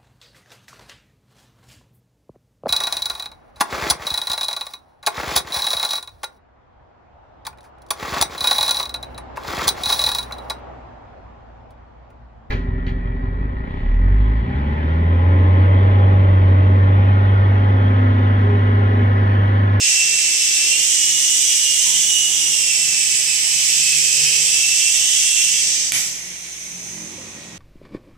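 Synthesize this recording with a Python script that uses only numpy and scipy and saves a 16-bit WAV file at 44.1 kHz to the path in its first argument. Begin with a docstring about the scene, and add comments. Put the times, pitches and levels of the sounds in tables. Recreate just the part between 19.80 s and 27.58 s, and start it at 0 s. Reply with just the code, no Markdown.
"""A tiny toy helicopter with two rotors on one axis flies round a tiled room: gear teeth rattle its plastic body,
each gear mesh sings a gliding whine, and the blades hum over stirred air, all made from clicks, sines and noise.
A soft ping and a low drone come from the house along the way, and a distant engine starts to swell outside.
The motors are cut to a tick-over and the skids clack on the tiles; another soft ping sounds as
the motors whirr down under the engine. A two-port microphone with a limiter listens."""
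import sys
import numpy as np
from scipy import signal
from scipy.fft import rfft, irfft, next_fast_len
from scipy.io import wavfile
from scipy.ndimage import uniform_filter1d, minimum_filter1d, map_coordinates

SR = 44100
rng = np.random.default_rng(int(sys.argv[2]) if len(sys.argv) > 2 else 0)


def generate_wav(signal):
    """Clip the signal to [-1, 1] and save it as 16-bit WAV at the path in sys.argv[1]."""
    frames = np.transpose(np.atleast_2d(signal))
    scaled = np.clip(frames, -1, 1) * 32767
    pcm = np.round(scaled).astype(np.int16)
    wavfile.write(sys.argv[1], SR, pcm)


N = 343083
T = np.arange(N) / SR  # time in seconds
DRIVE_HZ = 317  # pulse rate of the motor drive
TEETH_PER_TURN = 53  # teeth that pass in one rotor turn


def undb(db):
    """Turn decibels into a gain."""
    return 10 ** (np.asarray(db) / 20)


def curves(table):
    """Join each column of a table by straight lines in time, holding the end values."""
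    s, *columns = np.transpose(table)
    return [np.interp(T, s, c) for c in columns]


def at(points, hz):
    """Read (Hz, value) points along a log-frequency axis."""
    f, value = np.transpose(points)
    return np.interp(np.log(hz + 1), np.log(f), value)


def unit(x):
    """Scale to an rms of 1."""
    return x / np.sqrt(np.mean(x ** 2))


def shape(x, gain):
    """Filter by a gain that is a function of frequency."""
    size = next_fast_len(N + 8192)
    f = np.arange(size // 2 + 1) * SR / size
    return irfft(rfft(x, size) * gain(f), size)[..., :N]


def below(f, hz, order=8):
    """Gain of a low-pass; one minus it is the matching high-pass."""
    return 1 / (1 + (f / hz) ** order)


def wander(hz):
    """Smooth random drift with spread 1, mostly slower than hz."""
    return unit(shape(rng.standard_normal(N), lambda f: below(f, hz, order=4)))


# How long the tiled room rings. 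Each row: frequency in Hz, time to fade by 60 dB in seconds.
ROOM_FADE = [(150, 0.75), (1000, 0.63), (3000, 0.6), (7000, 0.6), (14000, 0.66)]


def room(x, wet_db, width=1.):
    """Direct sound plus the room's noise-like tail, which changes as things move; alike at both ports in the bass."""
    hop, size = SR // 3, 2 ** 16  # each stretch of sound gets a fresh tail
    window = np.sin(np.pi * np.arange(2 * hop) / (2 * hop))
    padded, wet = np.pad(x, (hop, size)), np.zeros((2, N + hop + size))
    f = np.fft.rfftfreq(256, 1 / SR)[:, None]
    s = np.arange(SR * 3 // 4 // 128) * 128 / SR
    onset = np.clip((s - .002) / 0.0052, 0, 1)
    decay = undb(-60 * s / at(ROOM_FADE, f)) * onset
    for i in range(0, N + hop, hop):
        real, imaginary = rng.standard_normal((2, 2, *decay.shape))
        mid, side = decay * (real + 1j * imaginary)
        side = side * np.minimum(width * f / 800, 1)
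        tail = signal.istft(np.array([mid + side, mid - side]))[1]
        tail = tail / np.sqrt(np.sum(tail ** 2) / 2)
        wet[:, i:i + size] += irfft(rfft(window * padded[i:i + 2 * hop], size) * rfft(tail, size))
    return (x + undb(wet_db) * wet[:, hop:hop + N]) / np.hypot(1, undb(wet_db))


def tooth_clicks(hz, scatter_db=4.5, late=0.305, throb_db=2.0):
    """One click a tooth, uneven in size and timing (late: spread in teeth), harder on each motor drive pulse."""
    teeth = np.cumsum(hz) / SR
    k = np.arange(2, int(teeth[-1]) - 2)
    chance = rng.standard_normal((len(k), 2))
    place = np.interp(k + late * chance[:, 0], teeth, np.arange(N))
    throb = throb_db * np.sin(2 * np.pi * DRIVE_HZ * place / SR)
    size = undb(scatter_db * np.minimum(chance[:, 1], 2) + throb)
    # spread each click over 8 samples so that it can fall between samples
    taps = place.astype(int)[:, None] + np.arange(-3, 5)
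    weights = size[:, None] * np.sinc(taps - place[:, None])
    return np.bincount(np.clip(taps, 0, N - 1).ravel(), weights.ravel(), N)


def body_bands(clicks, colour):
    """Clicks ringing the plastic, split into canopy (low), motor (middle) and frame (high) bands of rms 1."""
    ring = shape(clicks, lambda f: undb(at(colour, f)) * (1 - below(f, 1040)))
    low = shape(ring, lambda f: below(f, 4470, order=16))
    under = shape(ring, lambda f: below(f, 7080, order=24))
    return unit(low), unit(under - low), unit(ring - under)


# Speed of the upper rotor's gears. Each row: time in seconds, tooth rate in Hz.
UPPER_SPEED = [(0.0, 2699), (0.3, 2699), (0.6, 2668), (0.84, 2688), (1.0, 2825), (1.1, 2875), (1.25, 2904),
               (2.0, 2847), (2.3, 2915), (2.47, 2910), (2.93, 2666), (3.6, 2579), (4.0, 2594), (4.48, 2563),
               (4.82, 2670), (5.35, 2716), (5.65, 2714), (5.9, 2668)]
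# Speed of the lower rotor's gears. Each row: time in seconds, tooth rate in Hz.
LOWER_SPEED = [(0.3, 2596), (0.78, 2648), (1.08, 2866), (1.7, 2998), (2.05, 3037), (2.36, 3124),
               (2.94, 2748), (3.1, 2679), (3.4, 2645), (3.72, 2654), (4.03, 2728), (4.45, 2739),
               (4.8, 2914), (5.15, 2979), (5.58, 3001), (5.9, 2918)]
HOVER_HZ, CLIMB_HZ = 2583, 3047  # lower tooth rate at effort 0 and at effort 1


def effort():
    """How hard the motors work, read from the lower gear speed: 0 at hover, 1 in a climb."""
    return (curves(LOWER_SPEED)[0] - HOVER_HZ) / (CLIMB_HZ - HOVER_HZ)


# Tooth rattle along the flight path. Each row: time in seconds, level in dB before the room,
# lean to the left in dB (flight() centres and softens it).
RATTLE_PATH = [(0.0, -17.5, -4.5), (0.22, -21, -4), (1.25, -19.5, -3), (2.15, -19.5, -4.5),
               (2.38, -23, -6.5), (2.65, -22, -5.5), (3.65, -22.6, -6.5), (3.85, -20, -5.5),
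               (5.8, -20.5, -5), (5.97, -21, -5.5), (6.05, -23.5, -4.5)]
# Extra gain as the rattle stops. Each row: time in seconds, gain in dB.
RATTLE_ENDING = [(6.09, -1.5), (6.2, -2.5), (6.4, -25)]
# How the body rings in flight, before its bands are levelled. Each row: frequency in Hz, gain in dB.
BODY_COLOUR = [(710, -62), (1200, -29), (1460, -26.5), (1880, -13), (2430, -8.5), (2620, -14), (2950, -8),
               (3900, -10), (4240, -8.5), (5550, -3), (7020, 1), (7900, 2.5), (10200, -11.5),
               (14400, -20.5), (15500, -24)]
# The frame's treble and its sharp resonance carry best when the helicopter is low. Each row: time in
# seconds, frame band against the rattle level in dB, resonance against that band in dB before a trim.
FRAME_CARRY = [(0, 1.7, -3), (2.4, 1.5, -17), (2.9, 3.5, -3.5), (5.6, 2, -9.5), (5.92, -2, -6)]
CANOPY_DB, CANOPY_EFFORT_DB = -3.0, -3  # canopy band against the rattle level at hover, change at effort 1


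def rattle(follow=.6, ring_hz=7800, ring_width_hz=350):
    """Loose teeth ring the body; the motor band rises a little with speed and the canopy thins with effort."""
    upper_hz, lower_hz = curves(UPPER_SPEED)[0], curves(LOWER_SPEED)[0]
    frame_db, ring_db = curves(FRAME_CARRY)
    clicks = tooth_clicks(upper_hz) + tooth_clicks(lower_hz)
    canopy, motor, frame = body_bands(clicks, BODY_COLOUR)
    # play the motor band faster or slower to shift its pitch
    stretch = (upper_hz / np.mean(upper_hz)) ** follow
    motor = map_coordinates(motor, [np.cumsum(stretch)], order=3, mode="mirror")
    share = undb(ring_db)
    ring = unit(shape(frame, lambda f: below(f - ring_hz, ring_width_hz, order=2)))
    frame = (frame + share * ring) / (1 + 0.62 * share)  # trim for the added ring
    canopy_gain = undb(CANOPY_DB + CANOPY_EFFORT_DB * effort())
    body = canopy_gain * canopy + undb(3.0) * motor + undb(frame_db) * frame
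    return undb(curves(RATTLE_PATH)[0] + curves(RATTLE_ENDING)[0]) * body


def mesh_phase(hz, backlash, slip_hz=260, wobble=0.27):
    """Phase of a gear mesh: it sways twice a rotor turn, and the teeth slip about in their backlash (radians)."""
    teeth = 2 * np.pi * np.cumsum(hz * (1 + 0.000743 * wander(15.0))) / SR
    rotor = teeth / TEETH_PER_TURN
    return teeth + wobble * np.sin(2 * rotor + wander(3.2)) + backlash * wander(slip_hz)


# The whines swell or dip as the helicopter crosses the room's standing waves. Each row: centre in seconds,
# length in seconds, gain of the upper whine in dB, gain of the lower whine in dB.
STANDING_WAVES = [(0.026, 0.12, 8, 4), (0.198, 0.14, 11.5, -5), (0.373, 0.11, 8, -5), (0.95, 0.18, 6, 2),
                  (1.88, 0.17, 7, -1.5), (2.382, 0.19, 8, -5), (2.921, 0.1, 7.5, -3.5), (4.1, 0.18, 8.5, 2),
                  (4.496, 0.17, 8, 4), (4.863, 0.21, 8, -2), (5.076, 0.098, 9, 0.5), (5.254, 0.24, -2, 4.5),
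                  (5.55, 0.23, 6, 3.5)]
# levels at hover before swells and throttle, then their rise at effort 1
UPPER_DB, LOWER_DB, SIDEBAND_DB = -33.5, -39.5, -39
UPPER_EFFORT_DB, LOWER_EFFORT_DB, SIDEBAND_EFFORT_DB = 0, 6, 4


def whines(flutter_db=2.5):
    """Each mesh sings at its tooth rate, fluttering under the blades; the pulsed motor drive adds sidebands."""
    work, drive = effort(), 2 * np.pi * DRIVE_HZ * T
    swell_db = 0
    for centre, length, *gains_db in STANDING_WAVES:
        swell_db = swell_db + np.outer(gains_db, np.exp(-(2 * (T - centre) / length) ** 2))
    upper_swell, lower_swell = undb(swell_db)
    a = mesh_phase(curves(UPPER_SPEED)[0], backlash=0.27) + 0.31 * np.sin(drive)
    b = mesh_phase(curves(LOWER_SPEED)[0], backlash=0.54)
    upper = upper_swell * np.sin(a) + undb(0.5) * np.sin(2 * a) + undb(0.4) * np.sin(3 * a)
    lower = lower_swell * np.sin(b) + undb(4.0) * np.sin(2 * b + 0.23 * np.sin(drive))
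    sidebands = lower_swell * np.sin(b + drive)
    sidebands = sidebands + undb(-5.5) * np.sin(b + 2 * drive) - undb(-6.5) * np.sin(b - drive)
    layers = [(upper, UPPER_DB + UPPER_EFFORT_DB * work),
              (lower, LOWER_DB + LOWER_EFFORT_DB * work),
              (sidebands, SIDEBAND_DB + SIDEBAND_EFFORT_DB * work)]
    return sum(tone * undb(db + flutter_db * wander(42)) for tone, db in layers)


# Air beaten by the blades. Each row: time in seconds, level of multiples below 5 in dB,
# level of the higher multiples in dB, both before the throttle.
BLADE_LEVELS = [(0.0, -68, -52), (0.75, -72, -52.5), (1.0, -51, -52), (1.6, -71.5, -61), (2.25, -50.5, -53),
                (2.5, -66, -63), (2.9, -58, -61), (3.9, -48, -55), (4.3, -42, -47), (4.6, -46.5, -48),
                (4.9, -58, -54), (5.6, -62, -58), (6.0, -47, -62)]
# Parts of the hum. Each row: multiple of the rotor's turning speed, gain in dB.
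BLADE_PARTS = [(2, -15), (3, -3.5), (7, -17), (8, -13.5), (9, -9), (10, -16), (12, -14)]


def blades():
    """The blades beat the air: an unsteady hum on multiples of the upper rotor's turning speed."""
    low_db, high_db = curves(BLADE_LEVELS)
    turn = 2 * np.pi * np.cumsum(curves(UPPER_SPEED)[0]) / SR / TEETH_PER_TURN
    hum = 0
    for k, db in BLADE_PARTS:
        gain = undb(db + (low_db if k < 5 else high_db) + 3.0 * wander(5.5))
        hum = hum + gain * np.sin(round(k) * turn + 0.49 * wander(12.5))
    return hum


# Buzz of the pulsed motor drive. Each row: time in seconds, level in dB before the throttle.
BUZZ_LEVEL = [(0.4, -64), (1.0, -55), (2.05, -60.5), (2.35, -66), (4.4, -61), (5.2, -72)]


def drive_buzz():
    """The motor drive's pulses buzz at their own rate and, more softly, at twice that rate."""
    drive = 2 * np.pi * DRIVE_HZ * T
    return undb(curves(BUZZ_LEVEL)[0]) * (np.sin(drive) + undb(-11) * np.sin(2 * drive))


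# Colour of the room's air noise. Each row: frequency in Hz, gain in dB.
AIR_COLOUR = [(15, -38), (25, -9.5), (92, -3), (134, 1.5), (236, -7.5), (321, -1), (537, -6), (637, -3),
              (1100, -6.5), (1500, -8), (1950, -37), (3300, -120)]
AIR_DB = -49  # before the downwash change


def air():
    """Room air stirred by the downwash: low noise that drifts in level and eases after landing."""
    downwash_db = np.interp(T, [6.1, 6.4], [1.5, -2.5])
    noise = shape(rng.standard_normal(N), lambda f: undb(at(AIR_COLOUR, f)) * below(f, 1560))
    return undb(AIR_DB + downwash_db + 1.16 * wander(2.9)) * unit(noise)


# Distant engine. Each row: time in seconds, level in dB before its two parts are balanced.
ENGINE_LEVEL = [(5.4, -58.5), (6.2, -51.5), (6.75, -57.5), (7.1, -44.5), (7.4, -42), (7.78, -42.5)]
# Tones of the engine's firing. Each row: frequency in Hz, gain in dB against the other tones.
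ENGINE_TONES = [(133, -5), (177, -2), (222, -8.5), (266, -9), (317, -8.5), (363, -7), (570, -14),
                (947, -15), (1890, -10.5)]


def engine():
    """An engine outside, faint at first: unsteady firing tones over a noise rumble."""
    firing = 0
    for hz, db in ENGINE_TONES:
        gain = undb(db + 3.2 * wander(5.3))
        firing = firing + gain * np.sin(2 * np.pi * hz * T + 0.74 * wander(13))
    rumble = shape(rng.standard_normal(N),
                   lambda f: below(f, 217, order=1) * below(f, 2400) * (1 - below(f, 77)))
    return undb(curves(ENGINE_LEVEL)[0]) * (undb(1.5) * unit(firing) + undb(-3.0) * unit(rumble))


# Soft pings elsewhere in the house. Each row: start in seconds, frequency in Hz, level in dB before the room,
# time to fade by 60 dB in seconds.
HOUSE_PINGS = [(2.06, 972, -36, 0.23), (7.378, 513, -28.5, 0.087)]


def pings():
    """Each ping is one fading tone with a 5 ms rise."""
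    total = 0
    for start, hz, db, t60 in HOUSE_PINGS:
        fade = undb(db - 60 * np.abs(T - start) / t60)
        rise = np.clip((T - start) / 0.0052, 0, 1)
        total = total + fade * rise * np.sin(2 * np.pi * hz * T)
    return total


# Low drone in the house. Each row: start in seconds, end in seconds, frequency in Hz, level in dB.
HOUSE_DRONE = [(2.55, 3.45, 56.2, -60), (4.6, 7.9, 62.3, -56.5)]
DRONE_FADE_S = 0.2  # each fade is centred on the start or end


def drone():
    """Steady low tones that fade in and out."""
    total = 0
    for start, end, hz, db in HOUSE_DRONE:
        fade = np.clip(np.minimum(T - start, end - T) / DRONE_FADE_S + .5, 0, 1)
        total = total + undb(db) * fade * np.sin(2 * np.pi * hz * T)
    return total


# How the body rings at tick-over, before its bands are levelled. Each row: frequency in Hz, gain in dB.
TICK_OVER_COLOUR = [(710, -49), (1200, -32), (1590, -18), (1760, -16.5), (2230, -8), (2740, -11.5),
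                    (3010, -12.5), (4480, -14), (6170, 11), (7570, -6), (8150, -3.5), (10400, -13),
                    (11100, -11.5), (12900, -25), (15500, -24)]
# the whirr holds, then dies away under the hiss; levels are before the room
IDLE_START_S, IDLE_ATTACK_S, IDLE_HOLD_UNTIL_S = 6.0, 0.19, 7.11
IDLE_DB, IDLE_FADE_DB_PER_S = -33.5, 17.5
IDLE_HISS_DB, IDLE_HISS_FADE_DB_PER_S = -37, 2.5


def idle():
    """The unloaded gears tick over ever more slowly, ringing one narrow motor resonance."""
    db = IDLE_DB - IDLE_FADE_DB_PER_S * np.maximum(T - IDLE_HOLD_UNTIL_S, 0)
    hiss_db = IDLE_HISS_DB - IDLE_HISS_FADE_DB_PER_S * np.maximum(T - IDLE_START_S, 0)
    tooth_hz = np.interp(T, [6.1, 7.78], [2100, 1100])
    canopy, motor, frame = body_bands(tooth_clicks(tooth_hz, late=0.448), TICK_OVER_COLOUR)
    whirr = undb(db) * (motor + undb(-5.0) * frame) + undb(hiss_db) * canopy
    return whirr * np.clip((T - IDLE_START_S) / IDLE_ATTACK_S, 0, 1)


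# Skids hitting the tiles. Each row: start in seconds, level in dB before a shared cut.
SKID_HITS = [(6.1203, 12.5), (6.1224, -5), (6.146, -9), (6.178, -16)]
# Ringing tones of a hit. Each row: frequency in Hz, gain in dB, time to fade by 60 dB in seconds.
SKID_TONES = [(140, -41, 0.4), (285, -38, 0.12), (2330, -16.5, 0.031), (2610, -20, 0.033),
              (8180, -16, 0.014), (8860, -8, 0.0054)]
# Colour of the noisy crack in a hit. Each row: frequency in Hz, gain in dB.
CRACK_COLOUR = [(410, -49), (700, -21), (1250, -12), (1540, -11), (2280, -1.5), (3320, -6.5), (5860, -15),
                (6500, 1), (14500, -14.5), (15500, -29)]


def landing(crack_db=3, crack_t60=0.018):
    """The skids clack on the tiles, bounce and settle: each hit is fading tones plus a short noise crack."""
    rings, cracks = np.zeros((2, N))
    s = T[:SR // 8]
    for start, db in SKID_HITS:
        span = slice(int(start * SR), int(start * SR) + len(s))
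        for hz, gain_db, t60 in SKID_TONES:
            rings[span] += undb(db + gain_db - 60 * s / t60) * np.sin(2 * np.pi * hz * s)
        cracks[span] += undb(db + crack_db - 60 * s / crack_t60) * rng.standard_normal(len(s))
    cracks = shape(cracks, lambda f: undb(at(CRACK_COLOUR, f)))
    return room(undb(-6.0) * (rings + cracks), wet_db=0.5)


# Motor power as the throttle is shut. Each row: time in seconds, gain in dB.
THROTTLE_GAIN = [(5.8, 6), (5.9, -8), (6.1, -20), (6.3, -65)]


def flight():
    """The helicopter's sounds fill the room; the rattle leans left or right with the flight path."""
    pan_db, throttle = curves(RATTLE_PATH)[1], undb(curves(THROTTLE_GAIN)[0])
    sides = undb(np.array([[1], [-1]]) * (pan_db - np.mean(pan_db)) * 0.4)
    gears = sides * room(rattle() + idle(), wet_db=12.5)
    singing = room(whines() * throttle, wet_db=0.0)
    rotors = room((blades() + drive_buzz()) * throttle, wet_db=-6.5)
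    return gears + singing + rotors


def house():
    """Air, engine and pings spread through the room; the drone reaches both ports alike."""
    return room(air() + engine() + pings(), wet_db=1.5, width=1.12) + drone()


def scene():
    """Everything in the room."""
    return flight() + landing() + house()


# Colour of the two microphone ports. Each row: frequency in Hz, left minus right in dB.
PORT_TILT = [(200, -1), (1000, -1.6), (1900, -5.5), (2700, -5.5), (3600, -2), (4600, -1), (5400, 3.5),
             (6200, -1), (7000, -13), (7800, -13.5), (9500, -10.5), (12000, -7), (15000, -11.1)]
TOP_HZ = 15500  # nothing much is heard above this


def record(dry, ceiling=0.81, reach_s=0.026):
    """Each port has its own colour; a look-ahead limiter ducks round the loudest peaks; the top is cut."""
    def ports(f):
        tilt = undb(at(PORT_TILT, f))
        return np.array([tilt, np.ones_like(tilt)]) * np.sqrt(2 / (1 + tilt ** 2))
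    x = shape(dry, ports)
    size = int(reach_s * SR)
    need_db = 20 * np.log10(ceiling / np.maximum(np.abs(x).max(axis=0), ceiling))
    x = x * undb(uniform_filter1d(minimum_filter1d(need_db, size), size))
    return signal.sosfilt(signal.ellip(10, .2, 80, TOP_HZ, fs=SR, output="sos"), x)


dry = scene()
out = record(dry)
generate_wav(out)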